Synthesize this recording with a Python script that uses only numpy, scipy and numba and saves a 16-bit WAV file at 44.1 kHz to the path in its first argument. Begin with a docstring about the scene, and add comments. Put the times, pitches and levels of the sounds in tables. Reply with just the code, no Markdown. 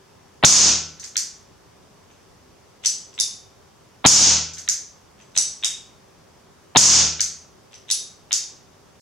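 """A gas-powered revolver on a stool fires three shots in a small bare room, close enough to overload the recorder.
Each shot is a hammer knock, a gas burst, a push of air, a thud in the stool and booming room modes.
After each shot the trigger resets and the hammer is cocked in two main steel clicks: a snap plus brief rings.
Echoes and a diffuse tail answer every snap and blast; a soft ventilation hush of filtered noise lies under it all.
The recorder splits the sound into two bands, limits it twice, clips it and cuts the top treble."""
import sys
import numpy as np
from scipy import signal
from scipy.fft import rfft, irfft, next_fast_len
from scipy.io import wavfile
from scipy.ndimage import uniform_filter1d, minimum_filter1d
from numba import njit

SR = 44100
rng = np.random.default_rng(int(sys.argv[2]) if len(sys.argv) > 2 else 0)


def log_audio(samples):
    """Write samples as a 16-bit WAV file to the path given in sys.argv[1]."""
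    # one column per channel
    frames = np.atleast_2d(samples).T
    # limit to full scale, then quantise
    limited = np.clip(frames, -1, 1)
    pcm = np.round(limited * 32767).astype(np.int16)
    wavfile.write(sys.argv[1], SR, pcm)


N = 397341


def amp(db):
    """Decibels to an amplitude factor."""
    return 10 ** (np.asarray(db) / 20)


def unit(x):
    """The signal at an rms of 1."""
    return x / np.sqrt(np.mean(x ** 2) + 1e-20)


def along(points, hz):
    """Reads a curve of (f/Hz, value) points on a log frequency axis."""
    f, value = np.transpose(points)
    return np.interp(np.log(hz + 1), np.log(f + 1), value)


def filtered(x, response):
    """Multiplies the spectrum of x by a response of frequency."""
    size = next_fast_len(x.shape[-1] + 8192)
    hz = np.fft.rfftfreq(size, 1 / SR)
    return irfft(rfft(x, size) * response(hz), size)[..., :x.shape[-1]]


def impulse(gain_db, size=4096):
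    """The causal minimum-phase pulse of energy 1 that has this spectral shape."""
    hz = np.fft.rfftfreq(size, 1 / SR)
    cepstrum = irfft(np.log(amp(gain_db(hz)) + 1e-6), size)
    # folding the cepstrum forward makes the pulse causal
    cepstrum[1:size // 2] *= 2
    cepstrum[size // 2 + 1:] = 0
    pulse = irfft(np.exp(rfft(cepstrum)), size)
    return pulse / np.linalg.norm(pulse)


def spread(pair, likeness):
    """Mixes two unrelated signals into left and right of the given likeness at each frequency."""
    def mid_side(hz):
        turn = np.arccos(np.clip(along(likeness, hz), -1, 1)) / 2
        return np.array([np.cos(turn), np.sin(turn)])

    mid, side = filtered(pair, mid_side)
    return np.array([mid + side, mid - side])


def add(out, s, sound):
    """Lays a stereo sound into out at s seconds."""
    part = out[:, round(s * SR):][:, :sound.shape[1]]
    part += sound[:, :part.shape[1]]


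def hush():
    """Distant air handling: steady coloured noise with shallow patches of random gain in time and frequency."""
    # colour of the air noise: f/Hz, relative level/dB
    colour = [(12, -56.5), (20, -10.5), (22, -28), (40, -4.5), (85, 0.5), (345, -8), (385, -0.5),
              (482, -8.5), (524, -6), (655, -8.5), (1050, -9.5), (1500, -15.5), (2600, -20), (4200, -20),
              (5940, -18.5), (7630, -24.5), (15800, -36.5)]
    # how alike the two microphones hear it: f/Hz, left-right likeness [1 = identical]
    hush_likeness = [(60, 0.082), (180, 0.87), (550, 0.037), (1650, 0.5), (4970, 0.2), (15000, 0.0)]
    z = signal.stft(rng.standard_normal((2, N)), nperseg=512)[2]
    field = uniform_filter1d(rng.standard_normal(z.shape[1:]), size=4, axis=0)
    field = uniform_filter1d(field, size=12, axis=1)
    patchy = z * amp(0.85 * unit(field))
    pair = signal.istft(patchy, nperseg=512)[1][:, :N]
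    coloured = filtered(pair, lambda hz: amp(along(colour, hz)))
    return amp(-52) * unit(spread(coloured, hush_likeness))


def room(sound, tail_db, rise):
    """The sound itself, its first echoes and a fresh diffuse tail in which each frequency dies at its own speed."""
    # dying away of the small room: f/Hz, t60/s
    decay = [(60, 0.47), (250, 0.57), (1000, 0.41), (2500, 0.49), (6000, 0.42), (10000, 0.32), (15000, 0.2)]
    # how alike the two microphones hear the tail: f/Hz, left-right likeness [1 = identical]
    tail_likeness = [(60, 1), (180, 1), (550, 0.94), (1650, 0.95), (4970, 0.68), (9000, 0.75),
                     (15000, 0.11)]
    # first echoes off the walls: mean delay/s, mean level/dB before the treble loss
    walls = [(.0012, -1), (.003, -6), (.0078, -4), (.0088, -3.5), (.0098, -1), (0.0133, -5), (0.0173, -7.5),
             (.021, -10), (.037, -8), (0.042, -12)]
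    hz, t, z = signal.stft(rng.standard_normal((2, SR)), SR, nperseg=256)
    dying = z * amp(-60 * t / along(decay, hz)[:, None])
    tail = signal.istft(dying, SR, nperseg=256)[1][:, :SR]
    build_up = 1 - np.exp(-(np.arange(SR) / SR / rise) ** 2)
    tail = spread(tail, tail_likeness) * build_up
    echoes = np.zeros((2, SR))
    for s, db in walls:
        delays = s + .0002 * rng.standard_normal(2)  # slightly different at each microphone
        at = np.clip(np.round(delays * SR), 1, SR - 1).astype(int)
        echoes[[0, 1], at] += amp(db + 1.0 * rng.standard_normal(2))
    answer = amp(tail_db) * tail / np.linalg.norm(tail[0])
    answer += filtered(echoes, lambda hz: 1 / (1 + (hz / 9000) ** 4))  # the walls swallow the highest treble
    answer[[0, 1], [0, 1]] += 1  # the left microphone is a hair nearer: one sample
    return signal.fftconvolve(sound[None], answer, axes=1)


def ring(modes, t, scatter_db, detune, rise):
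    """Decaying modes (f/Hz, level/dB, t60/s) at newly drawn strengths, pitches and phases."""
    hz, db, t60 = np.transpose(modes)[..., None]
    level, pitch, phase = rng.standard_normal((len(modes), 3)).T[..., None]
    decay = amp(db + scatter_db * level - 60 * t / t60)
    waves = decay * np.sin(2 * np.pi * (hz * (1 + detune * pitch) * t + phase))
    return waves.sum(axis=0) * (1 - np.exp(-t / rise))


def burst(pulse, t60, rattle_db):
    """A pulse scaled to peak 1 with a weaker, dying rattle of its own colour behind it."""
    t = np.arange(SR // 20) / SR
    blows = amp(rattle_db - 60 * t / t60) * rng.standard_normal(len(t))
    blows[0] = 1
    return signal.fftconvolve(blows, pulse / np.abs(pulse).max())


def contact(spectrum, dull_db):
    """A sharp steel-on-steel snap whose lower part, the knock, has a strength of its own."""
    pulse = impulse(lambda hz: along(spectrum, hz) + dull_db / (1 + (hz / 3800) ** 8))
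    return burst(pulse, .004, rattle_db=-26)


CLICK_RISE_S = .011  # time the diffuse answer to a click needs to build up


def trigger():
    """The released trigger ticks past two catches, each tick with a rebound; resets are single unpitched clacks."""
    # colour of the trigger snap: f/Hz, relative level/dB
    snap_colour = [(400, -54.5), (900, -43), (1500, -23), (2200, -22), (2800, -25), (3800, -16),
                   (4500, -10.5), (5300, -8.5), (6300, 0), (7500, -10.5), (9500, -21), (12000, -26),
                   (15800, -38.5)]
    # ticks past the catches: first t/s, second t/s, level of the first/dB
    catch_ticks = [(0.9978, 1.0402, -25), (4.5358, 4.5824, -25)]
    # clacks of the reset: t/s, level/dB
    resets = [(1.1680, 0), (4.6885, 0), (7.2065, 0)]
    first_dull_db, second_dull_db, reset_dull_db = -2.5, 6, 1.5
    second_db = 5.5  # second tick over the first
    rebound_s, rebound_db = 0.0043, 0.5  # delay and level of the rebound against its tick
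    snaps = []
    for first, second, db in catch_ticks:
        for s, tick_db, dull_db in ((first, db, first_dull_db), (second, db + second_db, second_dull_db)):
            snaps.append((s, tick_db, dull_db))
            snaps.append((s + rebound_s, tick_db + rebound_db, dull_db))
    snaps += [(s, db, reset_dull_db) for s, db in resets]
    out = np.zeros((2, N))
    for s, db, dull_db in snaps:
        add(out, s, amp(db) * room(contact(snap_colour, dull_db), tail_db=2.5, rise=CLICK_RISE_S))
    return out


def contacts():
    """Every touch of steel while cocking: t/s, level/dB, (knock, sear, cylinder and frame in dB)."""
    # faint ticks of the hand working the gun: t/s, level/dB, knock level/dB
    take_up = [(2.1131, -43.5, 27), (3.1412, -32, 7), (5.1923, -42, 22), (5.2123, -36, 18),
               (5.3099, -46, 3), (7.7228, -38, 11), (7.7421, -29, 12)]
    # rings behind a faint tick: level/dB of sear, cylinder, frame
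    faint_ring_db = (-28.5, -18.5, -30.5)
    # the cylinder turns and locks: t/s, level/dB, lead of the bolt's first touch/s, sear ring level/dB
    locks = [(2.8596, 1, .0106, -25), (5.3762, 0.5, .0122, -30), (7.9128, 0, .0105, -18)]
    # the hammer reaches full cock: t/s, level/dB, lead of the sear's first touch/s, touch level/dB,
    # sear ring level/dB
    catches = [(3.2001, 0, .0105, -18, -17), (5.6465, 0, .009, -21, -23), (8.3289, 1, .0088, -13, -17)]
    # levels in dB of knock, sear, cylinder, frame
    lock_touch, catch_touch = (1.5, -18.5, -15, -33), (13, -17.5, -30, -41)
    lock_dull_db, lock_cylinder_db, lock_frame_db = -5.5, -17.5, -16.5
    catch_dull_db, catch_cylinder_db, catch_frame_db = -7.5, -32, -19
    touch_under_lock_db = -14
    # the turning cylinder drags ever louder before the touch; levels are against the lock click
    slips, scrape_s, scrape_from_db, scrape_to_db = 4, .017, -43, -26.5
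    rows = [(s, db, (dull_db, *faint_ring_db)) for s, db, dull_db in take_up]
    for s, db, lead, sear_db in locks:
        touch_s = s - lead
        way = (np.arange(slips) + 0.2 * rng.random(slips)) / slips
        for u in way:
            slip_db = db + scrape_from_db + u * (scrape_to_db - scrape_from_db)
            rows.append((touch_s - scrape_s * (1 - u), slip_db, lock_touch))
        rows.append((touch_s, db + touch_under_lock_db, lock_touch))
        rows.append((s, db, (lock_dull_db, sear_db, lock_cylinder_db, lock_frame_db)))
    for s, db, lead, touch_db, sear_db in catches:
        rows.append((s - lead, touch_db, catch_touch))
        rows.append((s, db, (catch_dull_db, sear_db, catch_cylinder_db, catch_frame_db)))
    return rows


def cocking():
    """Each steel contact snaps and also rings the sear, the cylinder and the frame for a moment."""
    # colour of the cocking snap: f/Hz, relative level/dB
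    clack_colour = [(300, -50.5), (700, -32), (1500, -22.5), (2400, -16.5), (3100, -12.5), (4500, -7.5),
                    (5300, -4), (6200, -1.5), (7200, -4), (9000, -15), (11400, -23.5), (13000, -37.5),
                    (15800, -38.5)]
    # ringing modes of the three steel parts: mean f/Hz, relative level/dB, t60/s
    sear = [(3617, -5.5, 0.014), (3744, -6, 0.016)]
    # the same columns: mean f/Hz, relative level/dB, t60/s
    cylinder = [(5870, -5, 0.018), (6080, -1, .018), (6226, 1, 0.016), (7760, -4, .016), (7860, -4, 0.028)]
    # the same columns: mean f/Hz, relative level/dB, t60/s
    frame = [(10070, -9.5, .015), (10160, -6, .02), (10240, -8.5, .02), (15200, -29.5, .03)]
    out, t = np.zeros((2, N)), np.arange(SR // 4) / SR
    for s, db, (dull_db, *ring_db) in contacts():
        sound = np.zeros(len(t))
        for level_db, part in zip(ring_db, (sear, cylinder, frame)):
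            sound += amp(level_db) * ring(part, t, scatter_db=6.0, detune=0.0018, rise=0.000039)
        snap = contact(clack_colour, dull_db)
        sound[:len(snap)] += snap
        add(out, s, amp(db) * room(sound, tail_db=2.5, rise=CLICK_RISE_S))
    return out


def shots():
    """The hammer falls on the valve; gas bursts out, pushes the air, thuds into the stool and booms in the room."""
    # the shots: t/s, blast level/dB, hammer fall level/dB, muzzle push level/dB
    firings = [(0.4486, 31.5, -23, 17), (4.063, 33, -20, 15.5), (6.771, 31, -23, 13)]
    # colour of the gas burst: f/Hz, relative level/dB
    blast_colour = [(25, -64.5), (60, -40), (200, -26), (450, -30), (1000, -16.5), (1900, -23),
                    (3200, -16.5), (3900, -12.5), (4600, -9.5), (5700, -2.5), (6700, -0.5), (7800, -11),
                    (10000, -22), (12500, -29.5), (15800, -44.5)]
    # the recoil in the stool: f/Hz, level under the muzzle push/dB, t60/s
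    stool = [(135, -9, 0.15), (238, -15, .07)]
    # room modes: mean f/Hz, relative level/dB, t60/s
    room_modes = [(82, -13, 0.75), (102, -10.5, 0.23), (118.5, 0, 0.37), (159.3, -20, 0.86),
                  (203.4, 0, 0.41), (240, 0, 0.12), (311, -8, 0.43), (495, -16, 0.48), (918, -18.5, 0.56),
                  (1345, -28, 0.94), (1500, -28, 0.82)]
    knock_colour = [(100, -23.5), (800, 8.5), (3500, -2), (7000, -5.5), (15000, -29)]  # f/Hz, relative level/dB
    out, t = np.zeros((2, N)), np.arange(int(1.5 * SR)) / SR
    gas = impulse(lambda hz: along(blast_colour, hz))
    gas = -gas / np.abs(gas).max()
    knock = impulse(lambda hz: along(knock_colour, hz))
    # the push is a rounded dip with a small hump before and a larger one after
    u = (t[:SR // 100] - .002) / 0.00028
    push = (u * u - 1) * np.exp(-u * u / 2) * np.where(u < -1, .06, 1)
    push -= push.mean()
    thud = -sum(amp(db - 60 * t / t60) * np.cos(2 * np.pi * hz * t) for hz, db, t60 in stool)
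    thud *= 1 - np.exp(-t / .0005)
    for s, blast_db, hammer_db, push_db in firings:
        hammer = burst(knock, 0.06, rattle_db=-3.0)
        add(out, s - .0105, amp(hammer_db) * room(hammer, tail_db=16.5, rise=0.0073))
        add(out, s, amp(blast_db) * room(gas, tail_db=14.5, rise=.001))
        add(out, s - .0022, amp(push_db) * room(push, tail_db=-0.5, rise=0.0034))
        add(out, s - .0005, amp(push_db) * np.array([thud, thud]))
        boom = ring(room_modes, t, scatter_db=1, detune=.003, rise=.003)
        # a weaker part stands opposite in the two microphones
        sideways = ring(room_modes, t, scatter_db=3, detune=.003, rise=.003) * [[1], [-1]]
        add(out, s, amp(blast_db - 29.5) * (boom + amp(-24) * sideways))
    return out


def scene():
    """The gun's shots, trigger and cocking over the ventilation hush."""
    return shots() + trigger() + cocking() + hush()


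@njit
def follow(level, rise, fall):
    """A one-pole meter with separate rates per sample for rising and falling."""
    out, held = np.empty_like(level), 0.0
    for i in range(len(level)):
        held += (level[i] - held) * (rise if level[i] > held else fall)
        out[i] = held
    return out


def limit(x, top_db, attack, release):
    """Turns the gain down by the smoothed number of dB by which the nearby peak stands above top_db."""
    peak = -minimum_filter1d(-np.abs(x).max(axis=0), size=24)  # the loudest of 24 samples
    over_db = np.maximum(20 * np.log10(peak + 1e-9) - top_db, 0)
    rise, fall = min(1 / (attack * SR), 1), min(1 / (release * SR), 1)  # attack and release in s
    return x * amp(-follow(over_db, rise, fall))


def record(dry):
    """Two bands, the lower ahead of the upper; a bass cut, a slow and a quick limiter, clipping, a treble limit."""
    split_hz, lead_s, bass_cut_hz, top_hz = 4063, .0105, 28, 15924

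    def bands(hz):
        low = 1 / (1 + (hz / split_hz) ** 32)
        early = np.exp(2j * np.pi * hz * lead_s)
        bass_cut = (1j * hz / (1j * hz + bass_cut_hz)) ** 2
        return (low * early + 1 - low) * bass_cut

    x = filtered(dry, bands)
    x = limit(x, top_db=-2.5, attack=.003, release=0.029)
    x = limit(x, top_db=1, attack=.0001, release=.002)
    x = x / (1 + np.abs(x) ** 8) ** (1 / 8)  # clipping with a rounded knee
    return filtered(x, lambda hz: hz < top_hz)


dry = scene()
out = record(dry)
log_audio(out)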